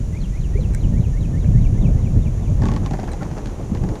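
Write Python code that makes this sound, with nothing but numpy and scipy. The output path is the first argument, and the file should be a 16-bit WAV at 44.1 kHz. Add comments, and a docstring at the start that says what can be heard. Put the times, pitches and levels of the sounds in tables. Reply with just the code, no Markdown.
"""On a calm lake at dusk, a kayak drifts. On the wooded shore a songbird repeats a rising and a falling
whistle five times a second over a steady insect hiss. Water and light wind rumble on the hull.
The fishing reel clicks, then the angler sweeps the rod back, and seat and tackle creak, knock
and rustle."""
import sys
import numpy as np
from scipy import signal
from scipy.fft import rfft, irfft, next_fast_len
from scipy.io import wavfile
from scipy.ndimage import map_coordinates

SR = 44100
rng = np.random.default_rng(int(sys.argv[2]) if len(sys.argv) > 2 else 0)


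def master(y):
    """Save y as 16-bit WAV."""
    cut = np.clip(np.atleast_2d(y).T, -1, 1)
    pcm = np.round(cut * 32767)  # scale
    wavfile.write(sys.argv[1], SR, pcm.astype(np.int16))


N = 176400  # 4 seconds

# Strength of the breeze and of the small waves it drives. Each row: time in seconds, level in dB.
GUSTS = [(0, -21.5), (.5, -22), (.57, -17.5), (.76, -20.5), (.95, -13.5), (1.15, -18), (1.44, -17.5),
         (1.55, -14.5), (1.68, -15.5), (1.88, -12), (1.97, -19), (2.19, -12.5), (2.33, -20.5),
         (2.64, -16.5), (2.82, -22), (3.15, -26), (3.27, -23), (3.6, -29), (3.83, -20), (4, -28.5)]


def bird():
    """Each call scoops up, pauses, then slides down from nearly an octave above. The woods echo it."""
    # The two notes. Each row: seconds into the call, multiple of the call's pitch, relative level in dB.
    rising_note = [(0, .555, -7), (.025, .565, -3), (.04, .615, -3), (.055, .69, -.5), (.064, .705, -4)]
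    falling_note = [(.076, 1.31, -14), (.088, 1.2, -3.5), (.104, 1.06, -5), (.119, .905, -2.5),
                    (.134, .77, .5), (.146, .73, -4)]
    # How loud each note is as the song goes on. Each row: time in seconds, level in dB.
    rising_level = [(.2, -44.5), (1.4, -48), (3.0, -58)]
    falling_level = [(.2, -49), (1.8, -47), (3.0, -50.5)]
    first_call_s, period_s, slowing_s = .122, .1995, .00023
    first_hz, settled_hz, settle_s = 3590, 2857, 1.5  # the pitch sags as the song goes on
    song = np.zeros(N)
    for call in range(15):
        start = first_call_s + call * period_s + slowing_s * call ** 2
        hz = settled_hz + (first_hz - settled_hz) * np.exp(-(start - first_call_s) / settle_s)
        break_db = 3.2 * start  # the middle of the falling note breaks up more with each call
        for note, level, dip_db in (rising_note, rising_level, 0), (falling_note, falling_level, break_db):
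            gain = amp(np.interp(start, *np.transpose(level)))
            add(song, start + note[0][0], gain * whistle(note, hz, dip_db))
    song = song + amp(-8) * echo(song, t60=.09)  # nearby leaves smear the notes
    return song + amp(-11.5) * echo(song, t60=.51)  # the longer echo of the woods


def whistle(note, hz, dip_db, waver=.013, flutter_db=2, edge_s=.0071):
    """One pure, slightly unsteady note with soft edges. Its level dips near the middle."""
    times, ratios, levels = np.transpose(note)
    t = np.arange(times[0], times[-1], 1 / SR)
    from_edge_s = np.minimum(t - t[0], t[-1] - t)
    edges = np.sin(np.pi / 2 * np.clip(from_edge_s / edge_s, 0, 1))
    pitch = hz * np.interp(t, times, ratios) * (1 + waver * wobble(196, size=len(t)))
    progress = np.linspace(0, 1, len(t))
    dip = dip_db * np.exp(-((progress - .43) / .17) ** 2)
    db = np.interp(t, times, levels) - dip + rng.normal() + flutter_db * wobble(129, size=len(t))
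    return edges * amp(db) * np.sin(2 * np.pi * np.cumsum(pitch) / SR)


def knocks():
    """Seat and tackle slip under load: a dry snap, a short hollow ring, a rattle and a boom in the hull."""
    # The slips. Each row: start in seconds, snap level in dB, ring level in dB, ring pitch in Hz.
    slips = [(2.619, -28, -26.5, 1117), (2.635, -29, -27, 900), (2.655, -24.5, -24, 1120),
             (2.686, -26, -24, 1100), (2.716, -26.5, -26.5, 1113), (2.737, -27.5, -30.5, 846),
             (2.763, -24.5, -24, 1110), (2.861, -24.5, -23.5, 1051), (2.909, -26.5, -25, 840),
             (2.935, -28.5, -20.5, 760), (2.988, -35, -23, 762), (3.031, -32, -24.5, 717),
             (3.076, -35, -25.5, 658), (3.133, -29, -30, 828), (3.208, -46, -29.5, 1390),
             (3.221, -33, -24.5, 777), (3.383, -32, -27, 786), (3.458, -28, -35, 873),
             (3.749, -28, -26.5, 665), (3.837, -32, -28, 810), (3.889, -30, -34, 890),
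             (3.955, -29.5, -30.5, 844)]
    # Dry ticks as the tackle settles after a knock. Each row: start in seconds, level in dB.
    ticks = [(2.665, -33), (2.998, -30), (3.04, -34.5), (3.231, -31), (3.471, -32.5), (3.771, -34)]
    # The hollow ring. Each row: multiple of the ring pitch, relative level in dB, fade time in seconds.
    hollow_tones = [(0.269, -2.5, 0.12), (0.519, -4.5, 0.048), (.77, -4, 0.069), (1.002, 0, 0.053),
                    (1.649, -14, 0.027)]
    # The hull's boom. Each row: pitch in Hz, relative level in dB, fade time in seconds.
    hull_tones = [(214, 0.5, .09), (293, -2, 0.073), (383, -9, 0.083)]
    # The boom follows the load as the angler leans back. Each row: time in seconds, level in dB.
    boom_level = [(2.6, -27), (2.64, -13.5), (2.76, -23.5), (2.9, -30)]
    # Tone of the snaps and of the rattle. Each row: frequency in Hz, relative level in dB.
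    snap_colour = [(300, 5.5), (1000, 2), (1900, 1), (2700, -2), (6500, -5), (8500, -17), (14000, -37)]
    rattle_colour = [(120, -9), (380, 4.5), (520, -8.5), (750, 4), (1300, -13), (1750, -6), (3000, -41)]
    snaps, body, rattle = np.zeros((3, N))
    snap_shape = onset(.0005) * (fade(.009) + amp(-18) * fade(.11))  # a sharp hit with a faint tail
    soft_start = onset(.003)
    for start, snap_db, *_ in slips + ticks:
        add(snaps, start, amp(snap_db) * snap_shape)
    for start, _, ring_db, hz in slips:
        tones = [(hz * ratio, db, t60) for ratio, db, t60 in hollow_tones]
        add(body, start, amp(ring_db) * soft_start * ring(tones, scatter_db=2))
        boom_db = np.interp(start, *np.transpose(boom_level))
        add(body, start, amp(boom_db) * soft_start * ring(hull_tones, scatter_db=3))
        add(rattle, start, amp(ring_db - 2) * soft_start * fade(.063))
    return snaps * noise(snap_colour) + body + rattle * noise(rattle_colour)


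def reel():
    """Each click is a bright crack that rings the reel's small metal parts."""
    # The clicks. Each row: start in seconds, then the levels of crack, low ring and high ring in dB.
    clicks = [(.737, -34, -42, -51), (.748, -20, -31.5, -47), (1.444, -55, -39.5, -63),
              (3.117, -38, -37, -41)]
    # The ringing metal. Each row: pitch in Hz, relative level in dB, fade time in seconds.
    low_tones = [(1610, -4.5, 0.048), (1820, -1, 0.017), (2230, -2, 0.02)]
    high_tones = [(4030, -1, 0.064), (8100, -4.5, 0.07), (9450, -5.5, 0.036)]
    # Tone of the crack. Each row: frequency in Hz, relative level in dB.
    crack_colour = [(1000, 5.5), (3300, -19), (5500, 4), (8200, 7), (11000, -2), (14000, -10)]
    cracks, metal = np.zeros((2, N))
    for start, crack_db, low_db, high_db in clicks:
        add(cracks, start, amp(crack_db) * onset(.0004) * fade(.0055))
        add(metal, start, amp(low_db) * ring(low_tones, scatter_db=1))
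        add(metal, start, amp(high_db) * ring(high_tones, scatter_db=1))
    return cracks * noise(crack_colour) + metal


def water():
    """The hull rumbles and ripples wash along it. Slapped pockets of air ring and rise in pitch."""
    # Slaps under the hull. Each row: start in seconds, first pitch in Hz, level in dB, fade in seconds.
    air_pockets = [(0.545, 85, -4.5, 0.058), (0.554, 396, -17, 0.063), (.588, 490, -20, 0.058),
                   (1.484, 119.4, -1, 0.094), (1.551, 117.5, -1, 0.13), (1.849, 112.4, -6, 0.22),
                   (2.918, 144.2, -11.5, 0.16), (3.718, 197, -4.5, 0.051), (3.834, 178.3, -12.5, 0.19)]
    # How loud the rumble is. Each row: time in seconds, dB added to the gust level.
    rumble_offset = [(.4, -3.5), (.8, -2.5)]
    # How the ripples swell. Each row: time in seconds, relative level in dB.
    ripple_level = [(0, -46), (.5, -45), (.6, -41.5), (1.3, -42), (2.45, -39), (2.7, -37), (3.25, -38),
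                    (3.62, -37), (3.95, -34.5)]
    # Tone of the rumble and of the ripples. Each row: frequency in Hz, relative level in dB.
    rumble_colour = [(30, -69), (70, 0), (115, -2), (170, -6), (250, -17), (350, -27.5), (600, -34),
                     (2000, -80.5)]
    ripple_colour = [(100, -5.5), (330, 6.5), (1100, -12.5), (1600, -31), (3000, -36), (8000, -53),
                     (15000, -52)]
    glide_per_s = 1.24  # pitch gained in a second, as a multiple of the first pitch
    slaps, t = np.zeros(N), np.arange(SR // 4) / SR
    for start, hz, db, t60 in air_pockets:
        rising_tone = np.sin(2 * np.pi * hz * t * (1 + glide_per_s * t / 2))
        add(slaps, start, amp(db) * fade(t60) * onset(.0027) * rising_tone)
    rumble = amp(curve(GUSTS) + curve(rumble_offset) + 2.65 * wobble(29.997)) * noise(rumble_colour)
    ripples = amp(curve(ripple_level) + 1.5 + 1.5 * wobble(30)) * noise(ripple_colour)
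    return slaps + rumble + ripples


def wind():
    """Light wind buffets the microphone with a very deep rumble."""
    # How hard it buffets. Each row: time in seconds, dB added to the gust level.
    buffet_offset = [(.5, .5), (2.8, -3)]
    # Tone of the wind. Each row: frequency in Hz, relative level in dB.
    wind_colour = [(8, -13), (22, -4), (45, 6), (70, -8), (110, -13), (1000, -120)]
    return amp(curve(GUSTS) + curve(buffet_offset) + wobble(11)) * noise(wind_colour)


def rustle():
    """Clothes and line rub in small bursts while the angler works the rod."""
    # How loud the rubbing is. Each row: time in seconds, level in dB.
    rub_level = [(2.58, -67), (2.63, -41), (3.0, -44), (3.25, -40), (3.6, -46), (3.95, -50.5)]
    # Tone of the rubbing. Each row: frequency in Hz, relative level in dB.
    rub_colour = [(200, 2), (700, 6), (1200, -1.5), (2000, -8), (3500, -20), (6000, -18.5), (9000, -42),
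                  (15000, -47)]
    bursts = amp(2.5 * wobble(45) + 3.5 * wobble(400))
    return amp(curve(rub_level)) * unit(bursts * noise(rub_colour))


def shore(insect_db=-54.5, air_db=-52):
    """A distant insect chorus hisses over the hush of still air."""
    # Tone of the insects and of the air. Each row: frequency in Hz, relative level in dB.
    insect_colour = [(3000, -50), (5000, -14), (5700, 1), (7050, 2.8), (7700, -9), (9500, -9.5),
                     (12000, -30)]
    air_colour = [(200, 1), (1300, 1.5), (2200, 0), (4800, -7.5), (8000, -17), (10000, -9.5), (11500, -15),
                  (14000, -19), (15300, -31)]
    insects = amp(insect_db + .53 * wobble(40)) * noise(insect_colour)
    return insects + amp(air_db) * noise(air_colour)


def amp(db):
    """Turn decibels into a number to multiply a sound by."""
    return 10 ** (np.asarray(db) / 20)


def unit(x):
    """Scale a sound to an average (rms) level of 1."""
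    return x / np.sqrt(np.mean(x ** 2) + 1e-20)


def curve(rows):
    """Join (seconds, value) rows with straight lines, giving one value per sample."""
    return np.interp(np.arange(N) / SR, *np.transpose(rows))


def wobble(rate, size=N):
    """A smooth curve through `rate` random points a second."""
    points = rng.standard_normal(int(size * rate / SR) + 4)
    return map_coordinates(points, [np.arange(size) * rate / SR])


def filtered(x, response):
    """Multiply each frequency in x by response(hz)."""
    size = next_fast_len(N + SR // 2)
    return irfft(rfft(x, size) * response(np.fft.rfftfreq(size, 1 / SR)), size)[:N]


def noise(colour):
    """Noise at an average level of 1, its tone shaped by (Hz, dB) rows."""
    freqs, db = np.transpose(colour)
    white = rng.standard_normal(N)
    return unit(filtered(white, lambda hz: amp(np.interp(np.log(hz + 1), np.log(freqs), db))))


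def add(track, start, sound):
    """Mix a sound into the track, `start` seconds in."""
    part = track[max(round(start * SR), 0):][:len(sound)]
    part += sound[:len(part)]


def onset(rise_s):
    """A quarter second that builds up from silence."""
    return 1 - np.exp(-np.arange(SR // 4) / SR / rise_s)


def fade(t60):
    """A quarter second that dies away. The fade time t60 is the seconds it takes to drop 60 dB."""
    return np.exp(-np.log(1000) * np.arange(SR // 4) / SR / t60)


def ring(tones, scatter_db):
    """A struck object's fading (Hz, dB, fade time) tones, a little different with each hit."""
    t = np.arange(SR // 4) / SR
    sound = np.zeros(len(t))
    for hz, db, t60 in tones:
        strength = amp(db + scatter_db * rng.normal()) * rng.choice([-1, 1])
        sound += strength * fade(t60) * np.sin(2 * np.pi * hz * t)
    return sound


def echo(x, t60):
    """Scatter a sound into a dense tail that fades in t60 seconds."""
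    tail = rng.standard_normal(SR) * np.exp(-np.log(1000) * np.arange(SR) / SR / t60)
    return signal.fftconvolve(x, tail / np.linalg.norm(tail))[:N]


def scene():
    """Everything as heard from the back of the kayak, in one channel."""
    return (bird() + knocks() + reel() + water() + wind() + rustle() + shore())[None]


def record(dry):
    """Cut off the very highest treble."""
    return np.array([filtered(x, lambda hz: hz < 15250) for x in dry])


dry = scene()
out = record(dry)
master(out)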